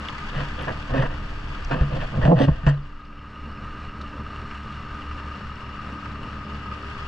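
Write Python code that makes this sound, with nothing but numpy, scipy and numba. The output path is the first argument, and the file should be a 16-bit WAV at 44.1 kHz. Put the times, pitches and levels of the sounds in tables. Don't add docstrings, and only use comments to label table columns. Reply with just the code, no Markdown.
import sys
import numpy as np
from scipy import signal
from scipy.fft import rfft, irfft, next_fast_len
from scipy.io import wavfile
from scipy.ndimage import uniform_filter1d, minimum_filter1d, map_coordinates
from numba import njit

SR = 44100
rng = np.random.default_rng(int(sys.argv[2]) if len(sys.argv) > 2 else 0)


def store_pcm(level_fs):
    pcm = np.round(np.clip(level_fs, -1, 1) * 32767).astype(np.int16)
    wavfile.write(sys.argv[1], SR, np.atleast_2d(pcm).T)


N = 311787
T = np.arange(N) / SR
SIZE = next_fast_len(N + SR // 2, True)
FREQS = np.maximum(np.fft.rfftfreq(SIZE, 1 / SR), 1)

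# time in seconds, gain in dB.
EXHAUST_SWELL = [(0, 1.5), (1.6, -1.5), (3.3, -1.5), (4.3, 0.2), (5.6, 0.5), (6.6, 1), (7.07, 1.5)]
# time in seconds, gain in dB.
MACHINERY_SWELL = [(0, 2), (.6, -1.5), (1.6, -1), (4.2, 0.5), (5.1, 2), (7.07, 2.5)]
# frequency in Hz, relative gain in dB.
WALL_SPECTRUM = [(250, -4.5), (600, 4), (850, 0), (1020, 13.5), (1400, 9), (1820, 16.5), (2060, -3.5),
                 (2300, 0), (2700, 6), (3050, 1), (3750, -9), (4150, -13.5), (4450, -7.5), (5350, -22.5),
                 (5800, -16), (6450, -44), (7300, -22.5), (8000, -28.5), (8600, -52.5), (10300, -51),
                 (14000, -60)]


def undb(db):
    return 10 ** (np.asarray(db) / 20)


def unit(x):
    return x / np.sqrt(np.mean(x ** 2))


def curve(rows):
    return np.interp(T, *np.array(rows).T)


def over_hz(rows, column=1):
    rows = np.array(rows)
    return np.interp(np.log(FREQS), np.log(rows[:, 0]), rows[:, column])


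def filtered(x, response):
    return irfft(rfft(x, SIZE) * response, SIZE)[..., :N]


def above(x, hz):
    return filtered(x, 1 / (1 + (hz / FREQS) ** 8))


def resonance(hz, width_hz):
    return 1 / (1 + 1j * (FREQS ** 2 - hz ** 2) / (FREQS * width_hz))


def walk(rate):
    hold = int(SR / rate)
    steps = np.repeat(rng.standard_normal(N // hold + 1), hold)
    return unit(uniform_filter1d(uniform_filter1d(steps, hold), hold)[:N])


def grains(rate, spread_db):
    size = undb(spread_db * np.minimum(rng.exponential(size=N), 5))
    return unit((rng.random(N) < rate / SR) * size * rng.choice([-1, 1], N))


def flurry(rate, spread_db, decay_s):
    return unit(signal.lfilter([1], [1, -np.exp(-1 / (decay_s * SR))], np.abs(grains(rate, spread_db))))


def dying(start, decay_s):
    return (T >= start) * np.exp(-np.abs(T - start) / decay_s)


def stroke(start, length, edge=0.26):
    progress = np.clip((T - start) / length, 0, 1)
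    return np.minimum(np.minimum(progress, 1 - progress) / edge, 1)


def burst(x, length, db):
    return unit(x) * undb(db) * np.sqrt(length * SR / N)


def struck(blows, gain):
    cepstrum = irfft(np.log(gain + 1e-6 * gain.max()), SIZE)
    response = np.exp(rfft(2 * cepstrum * (np.arange(SIZE) < SIZE // 2)))
    force = np.zeros(N)
    for start, db in blows:
        force[int(start * SR)] += undb(db)
    return filtered(force, response / np.abs(irfft(response, SIZE)).max())


def harmonics(turns, orders, waver_db):
    return sum(undb(db + waver_db * walk(6.5)) * np.sqrt(2) * np.sin(2 * np.pi * (k * turns + rng.random()))
               for k, db in orders)


def hum(turns, drone_hz=68.1):
    # multiple of the source's rate, level in dB before the swell.
    engine_orders = [(2, -41), (3, -48), (4, -51), (6, -56.5), (8, -50.5), (11, -58)]
    drone_orders = [(1, -45), (3, -55.5)]
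    drone_turns = np.cumsum(drone_hz * (1 + 0.0052 * walk(3.3))) / SR
    engine = harmonics(turns, engine_orders, waver_db=2.16)
    drone = harmonics(drone_turns, drone_orders, waver_db=2.1)
    return (engine + drone) * undb(curve(EXHAUST_SWELL))


def hull():
    # frequency in Hz, nominal width in Hz, gain in dB.
    modes = [(932, 67, -7.5), (1236.6, 111, 6), (1498, 68, -7), (1600, 47, -4.5), (1826, 44, -12.5),
             (1982, 80, -11), (2304, 380, -18), (2706, 150, -17), (2905, 110, -14.5), (4380, 130, -24.5),
             (5200, 200, -25.5)]
    return np.sqrt(sum(np.abs(undb(db) * resonance(hz, 1.06 * width) ** 2) ** 2 for hz, width, db in modes))


def clatter(turns, level_db=-42.5, firing_share=0.06, steady=4.2):
    firing = 1 + firing_share * np.cos(4 * np.pi * turns)
    rattle = (steady + flurry(rate=500, spread_db=1.5, decay_s=0.0022)) * firing
    force = unit(rattle) * undb(level_db + curve(MACHINERY_SWELL))
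    return filtered(force * rng.standard_normal((2, N)), unit(hull()))


def light_metal():
    return np.abs(resonance(2801, 415)) ** 3


def chatter(level_db=-55.5, steady=1.6):
    force = unit(steady + flurry(rate=90, spread_db=0.1, decay_s=0.0065))
    buzz = unit(filtered(force * rng.standard_normal((2, N)), light_metal()))
    return buzz * undb(level_db + curve(MACHINERY_SWELL))


def burble(turns, level_db=-42, throb=0.34, gulp_db=2.0):
    # frequency in Hz, relative spectral density in dB.
    spectrum = [(45, -18.5), (85, -7), (125, 1.5), (175, -3), (210, 4), (260, -6.5), (340, -11),
                (600, -12.5), (760, -22), (1100, -10.5), (2000, -68.5)]
    flow = (1 + throb * np.cos(4 * np.pi * turns)) * undb(gulp_db * walk(25))
    gas = filtered(flow * rng.standard_normal((2, N)), undb(over_hz(spectrum)))
    return unit(gas) * undb(level_db + curve(EXHAUST_SWELL))


def wake(level_db=-49, flutter_db=1.3, rush=0.82):
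    # frequency in Hz, relative spectral density in dB.
    spectrum = [(200, -7), (500, 8), (1000, 12.5), (1700, 18), (2100, 9), (2750, 9.5), (3100, -3.5),
                (3500, 2), (4500, 1.5), (4900, -11), (5600, -1.5), (5950, -12.5), (7400, -14),
                (9300, -23.5), (11000, -47), (14000, -63)]
    # time in seconds, gain in dB.
    swell = [(0, 4), (2.6, -0.5), (3.8, 0.7), (4.8, 4), (7.07, 1)]
    foam = np.zeros((2, N))
    for channel in foam:
        channel += grains(rate=2500, spread_db=2.0) + rush * rng.standard_normal(N)
        channel *= undb(flutter_db * walk(18))
    return unit(filtered(foam, undb(over_hz(spectrum)))) * undb(level_db + curve(swell))


def churn(patter=0.24, surge_db=-0.5):
    # frequency in Hz, relative spectral density in dB.
    spectrum = [(400, -19.5), (900, 10.5), (1600, 10), (2150, -4), (2700, 0.5), (3350, 2.5), (4000, -9.5),
                (4600, -3.5), (5400, -11), (7000, -16.5), (9000, -26.5), (11000, -40), (14000, -46)]
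    # time in seconds, level in dB.
    levels = [(0, -41), (.65, -41.5), (1, -45), (2.5, -45.5), (3.5, -59), (4.7, -50.5), (5.8, -51.5),
              (7.07, -45.5)]
    splashes = patter * flurry(rate=110, spread_db=2.0, decay_s=0.0069) + undb(surge_db * walk(8.4)) / 2
    bubbles = np.array([grains(rate=6000, spread_db=2.5) for _ in range(2)])
    return unit(filtered(splashes * bubbles, undb(over_hz(spectrum)))) * undb(curve(levels))


def breeze(gust_db=1.5, side_db=-26):
    # frequency in Hz, relative spectral density in dB.
    spectrum = [(4, -28.5), (11, 7), (26, 7.5), (45, -1), (90, -13.5), (200, -30), (600, -88.5)]
    # time in seconds, level in dB.
    levels = [(0, -49), (.35, -30.5), (1.4, -33), (2, -27.5), (2.65, -27), (3.4, -43), (7.07, -43)]
    mid, side = unit(filtered(rng.standard_normal((2, N)), undb(over_hz(spectrum))))
    strength = undb(curve(levels) + gust_db * walk(5.2))
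    side = side * undb(side_db) * strength / strength.max()
    return np.array([mid + side, mid - side]) * strength


def droplets(per_s=6.5, level_db=-43.5, centre_hz=4020, db_per_octave=-10, attack_s=.0003, decay_s=0.0017):
    out, size = np.zeros((2, N)), 1024
    t = np.arange(size) / SR
    for when, pitch, strength, pan in rng.random((int(per_s * N / SR), 4)):
        start, octave = int(when * (N - size)), .9 * (2 * pitch - 1)
        envelope = (1 - np.exp(-t / attack_s)) * np.exp(-t / decay_s)
        ping = envelope * np.sin(2 * np.pi * centre_hz * 2 ** octave * t)
        gain = undb(level_db + db_per_octave * octave + 3 * (2 * strength - 0.5))
        out[:, start:start + size] += np.sqrt([[2 * pan], [2 - 2 * pan]]) * ping * gain
    return out


def ticks():
    # start in seconds, peak in dB, centre in Hz, nominal width as a share of the centre,
    # decay in seconds, left minus right in dB.
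    drops = [(0.086, -19.5, 2700, 0.67, 0.0012, 0), (0.1831, -30, 1990, .6, 0.0034, -5),
             (0.2996, -31.5, 3040, 0.42, 0.0039, -1.5), (0.59, -30, 2870, 0.44, 0.0069, 4),
             (0.611, -31, 2840, .45, 0.0022, -2), (0.6246, -48, 9500, .5, 0.0011, 16),
             (0.8265, -33, 2800, 0.64, 0.0021, -1), (1.023, -47, 6000, 0.76, 0.0011, 3),
             (1.298, -44, 4200, .8, 0.014, 5), (1.647, -34, 5200, 0.35, 0.0022, 4),
             (3.982, -59, 8200, 0.49, .0015, 3), (4.013, -37.5, 3850, 0.66, 0.0079, -2),
             (4.512, -33, 1960, 0.45, 0.0065, 0), (5.939, -60, 9200, 0.42, 0.0016, 10),
             (6.232, -57, 7950, .53, .0015, 11)]
    out = np.zeros((2, N))
    for start, db, hz, width, decay_s, pan_db in drops:
        tick = filtered(rng.standard_normal(N) * dying(start, decay_s), resonance(hz, width * hz) ** 3)
        out += undb(db + np.array([[pan_db], [-pan_db]]) / 2) * tick / np.abs(tick).max()
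    return out


def housing():
    # frequency in Hz, width in Hz, gain in dB before the broad band-pass.
    modes = [(259, 70, 0.5), (371, 160, -10), (511.6, 42, 2.5), (635, 93, 3.5), (855, 33, 0.5),
             (1040, 49, -4.5)]
    return sum(undb(db) * resonance(hz, width) for hz, width, db in modes) * resonance(382, 690) ** 2


def rasp():
    return unit(filtered(grains(rate=5800, spread_db=3.0), undb(over_hz(WALL_SPECTRUM))))


def pressed(x, bend=.03, catch_db=1.85):
    place = np.cumsum(1 + bend * walk(30))
    return map_coordinates(x, [place], order=3, mode="mirror") * undb(catch_db * walk(90))


def rubs(boom, body, boom_db=4.5, rasp_db=-6.5, crisp_hz=2290):
    # start and length in seconds, then housing level, dryness and crispness in dB.
    slides = [(0.311, 0.15, -39.5, 9, 2), (0.574, 0.085, -39.5, 4.5, -0.5), (0.666, 0.059, -32.5, 6, -21),
              (0.892, 0.062, -36, -0.5, -18), (0.948, 0.044, -35.5, 10, -2), (0.973, 0.07, -29.5, -0.5, 1),
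              (1.02, 0.055, -32.5, 5, -5.5), (1.05, 0.12, -46.5, 5, -3), (1.699, 0.058, -28, 5, 0),
              (1.741, 0.077, -35.5, 0.5, 0.5), (1.896, 0.105, -36, -3.5, 13), (1.985, 0.078, -37.5, 4.5, 4),
              (2.116, 0.067, -40, -3, 6), (2.166, 0.046, -35, -9, 2.5), (2.206, 0.055, -30, 2, -1.5),
              (2.355, 0.049, -27, -3.5, 4), (2.377, 0.094, -25, 1.5, 8), (2.469, 0.032, -33, -15, 5),
              (2.496, 0.14, -47, 2.5, 4)]
    shifting_grip = (0, 2.84, -52, 0.014, 0.0015)
    scrape = pressed(rasp())
    treble = above(scrape, crisp_hz)
    out = np.zeros(N)
    for start, length, db, dry_db, crisp_db in [shifting_grip] + slides:
        touch = stroke(start, length)
        crisp_scrape = scrape + (undb(crisp_db) - 1) * treble
        out += burst(touch * boom, length, db + boom_db - dry_db)
        out += burst(touch * body, length, db)
        out += burst(touch * crisp_scrape, length, db + rasp_db + dry_db)
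    return out


def creaks(body, mount_hz, jitter=0.0364, drag_db=3, drag_share=0.92):
    # start and length in seconds, first, middle and last slip rate in Hz,
    # mount and housing levels in dB, low-pass corner in Hz.
    grips = [(0.928, 0.07, 131.6, 130.2, 125, -34.5, -28.5, 168.6),
             (2.269, 0.0886, 146.3, 173.7, 157, -10.5, -17, 796),
             (2.396, 0.064, 143, 139.2, 138, -22.5, -17.5, 261)]
    out = np.zeros(N)
    for start, length, first_hz, middle_hz, last_hz, boom_db, body_db, corner_hz in grips:
        rate = np.interp(T, [start, start + length / 2, start + length], [first_hz, middle_hz, last_hz])
        rate *= 1 + jitter * walk(200)
        slips = np.diff(np.floor(np.cumsum(rate) / SR), prepend=0) * stroke(start, length, edge=0.11)
        low_pass = 1 / (1 + 1j * FREQS / corner_hz) ** 2
        out += burst(filtered(slips, resonance(mount_hz, 70) ** 2), length, boom_db)
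        out += burst(filtered(slips * undb(5.0 * walk(150)), housing() * low_pass), length, body_db)
        drag = burst(stroke(start, drag_share * length) * body, length, body_db + drag_db)
        out += filtered(drag, np.sqrt(low_pass))
    return out


def handling(mount_hz=133):
    friction = grains(rate=1800, spread_db=1)
    boom = filtered(friction, resonance(mount_hz, 28) * resonance(mount_hz, 66))
    body = pressed(filtered(friction, housing()))
    return rubs(boom, body) + creaks(body, mount_hz)


def knocks(ring_hz=142, thud_hz=58, thud_s=0.0082, contact_s=0.005, scrape_s=0.029):
    # start in seconds, ring in dB, its decay in
    # seconds, thud in dB, housing in dB, its decay in seconds, scrape in dB, click in dB.
    blows = [(0.359, -18.5, 0.058, -23, -38, 0.027, -54, -39),
             (0.683, -37, 0.01, -24, -30.5, 0.034, -43, -19.5),
             (0.919, -24, 0.0069, -10.5, -36, .01, -45, -34),
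             (0.939, -22.5, 0.011, -21, -18, 0.016, -31, -20),
             (0.994, -13, 0.018, -9, -35, 0.0091, -38.5, -20),
             (1.811, -14.5, 0.053, 2, -24, .02, -31.5, -21), (2.234, -37, 0.013, -2.5, -32, .02, -42, -22),
             (2.253, -2.5, 0.012, -21.5, -15, 0.015, -28.5, -12.5),
             (2.482, -1, 0.018, -1.5, -5.5, 0.0075, -36, -21.5),
             (2.512, -11.5, 0.011, 2, -32, 0.024, -37.5, -30.5),
             (2.634, -15, 0.025, -15, -33, 0.023, -36.5, -28.5),
             (2.666, 1, 0.048, 5.5, -15.5, 0.031, -16, -11)]
    out, scrape = np.zeros(N), rasp()
    body = unit(filtered(rng.standard_normal(N), housing()))
    for start, ring_db, ring_s, thud_db, body_db, body_s, scrape_db, _ in blows:
        ring = undb(ring_db) * dying(start, ring_s) * np.sin(2 * np.pi * ring_hz * (T - start))
        thud = undb(thud_db) * dying(start, thud_s) * np.sin(2 * np.pi * thud_hz * (T - start))
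        shell = undb(body_db) * dying(start, body_s) * body
        grip = undb(scrape_db) * dying(start, scrape_s) * scrape
        out += (1 - dying(start, contact_s)) * (ring + thud + shell + grip)
    clicks = [(start, click_db) for start, *_, click_db in blows]
    return out + struck(clicks, undb(over_hz(WALL_SPECTRUM)))


def scratches(lowest_hz=4970):
    # start in seconds, length in seconds, level in dB.
    skids = [(2.246, 0.026, -56), (2.402, 0.053, -56), (2.662, 0.012, -46.5), (2.678, 0.028, -43.5)]
    thin = above(rasp(), lowest_hz)
    return sum(burst(stroke(start, length) * thin, length, db) for start, length, db in skids)


def clanks(rebound_s=0.0042, rebound_db=-8.5):
    # start in seconds, peak of the hull in dB, peak of the light metal in dB.
    blows = [(3.358, -44, -37.5), (3.646, -45, -46), (3.8935, -36, -41), (4.0112, -29, -47),
             (4.2644, -32, -43), (4.361, -37, -35), (4.511, -26.5, -33), (4.679, -30, -44),
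             (5.0188, -36, -37), (5.112, -28, -35), (5.1994, -28.5, -44), (5.648, -43, -40),
             (6.058, -25.5, -42), (6.157, -27.5, -44), (6.232, -42, -35), (6.5495, -43, -38),
             (6.715, -26.5, -42), (6.915, -33, -40)]
    starts, hull_db, metal_db = np.array(blows).T
    rebounds = starts + rebound_s * (.5 + rng.random(len(starts)))
    times = np.r_[starts, rebounds]
    return sum(struck(zip(times, np.r_[db, db + rebound_db]), gain)
               for db, gain in [(hull_db, hull()), (metal_db, light_metal())])


def outdoors(pair, field):
    mid, side = pair[0], filtered(pair[1], undb(over_hz(field)))
    lean = undb(over_hz(field, column=2) / 2)
    return filtered(np.array([mid + side, mid - side]), np.array([lean, 1 / lean]) * 2 / (lean + 1 / lean))


def through_housing(x):
    # frequency in Hz, phase lead of the left in radians, left minus right in dB.
    ports = [(80, 0.1, 0.3), (170, 0.11, 0), (254, 0.85, -4.5), (400, 1.36, 0.5), (547, 1.13, -3),
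             (780, 2, -10), (930, 2, -10), (890, 0.83, 2), (1280, 1.65, 2), (1880, 0.3, 2.5),
             (2380, 2, -0.5), (2660, 0.6, 13.5), (5100, -1.5, -3.5), (7000, 13, 3), (11000, -3, 22)]
    lean = undb(over_hz(ports, column=2) / 2)
    left = lean * np.exp(.5j * over_hz(ports))
    return filtered(x, np.array([left, 1 / left]) * 2 / (lean + 1 / lean))


def narrowed(pair):
    # time in seconds, side gain in dB.
    width = [(0, -1.5), (2.75, -1), (3.1, -9), (3.3, -16), (3.55, -32), (3.95, -50), (4.3, -15.5),
             (4.55, -10), (5.1, -4), (5.6, -1.5), (7.07, -1)]
    mid = (pair[0] + pair[1]) / 2
    side = (pair[0] - pair[1]) / 2 * undb(curve(width))
    return np.array([mid + side, mid - side])


def scene(shaft_hz=36.64, wander=0.00698, jitter_turns=.012):
    # frequency in Hz, side minus mid in dB, left minus right in dB.
    craft_field = [(120, -56, 0), (300, -31, 0.4), (650, -8, 5), (900, -41.5, 1), (1250, -33.5, 3),
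                   (1750, -38, 2), (2200, -22, 1), (2800, -29, 4.5), (3200, -29, 5), (5000, -31.5, -0.5),
                   (9100, -10.5, 1), (12300, 4, 18.5)]
    water_field = [(300, -14, -8), (655, 9.5, -8), (950, -12.5, 4), (1500, -11.5, 17), (2040, 11, -3),
                   (2870, 7, 1.5), (3400, -2, -1.5), (5000, -0.5, -5), (9000, -6, 13), (12000, -5, 9.5)]
    turns = np.cumsum(shaft_hz * (1 + wander * walk(5))) / SR
    turns += jitter_turns * walk(25)
    tones = hum(turns)
    craft = outdoors(clatter(turns) + chatter() + burble(turns) + wake(), craft_field) + clanks()
    water = outdoors(churn(), water_field) + ticks()
    fingers = through_housing(handling() + knocks() + scratches())
    return narrowed(tones + craft + water + fingers + breeze() + droplets())


@njit
def peak_follower(x, hold, fall):
    out, peak, age = np.empty(len(x)), 0., 0.
    for i in range(len(x)):
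        age += 1
        if x[i] > peak:
            peak, age = x[i], 0.
        elif age > hold:
            peak *= fall
        out[i] = peak
    return out


def record(dry, ceiling_db=-5.0, hold_s=0.37, recover_db_per_s=14.0, top_hz=13500):
    peak = peak_follower(np.abs(dry.mean(axis=0)), float(hold_s * SR), float(undb(-recover_db_per_s / SR)))
    gain = np.minimum(undb(ceiling_db) / (peak + 1e-9), 1)
    gain = uniform_filter1d(minimum_filter1d(gain, size=129), size=129)
    return signal.sosfilt(signal.ellip(8, .2, 70, top_hz, fs=SR, output="sos"), dry * gain)


dry = scene()
out = record(dry)
store_pcm(out)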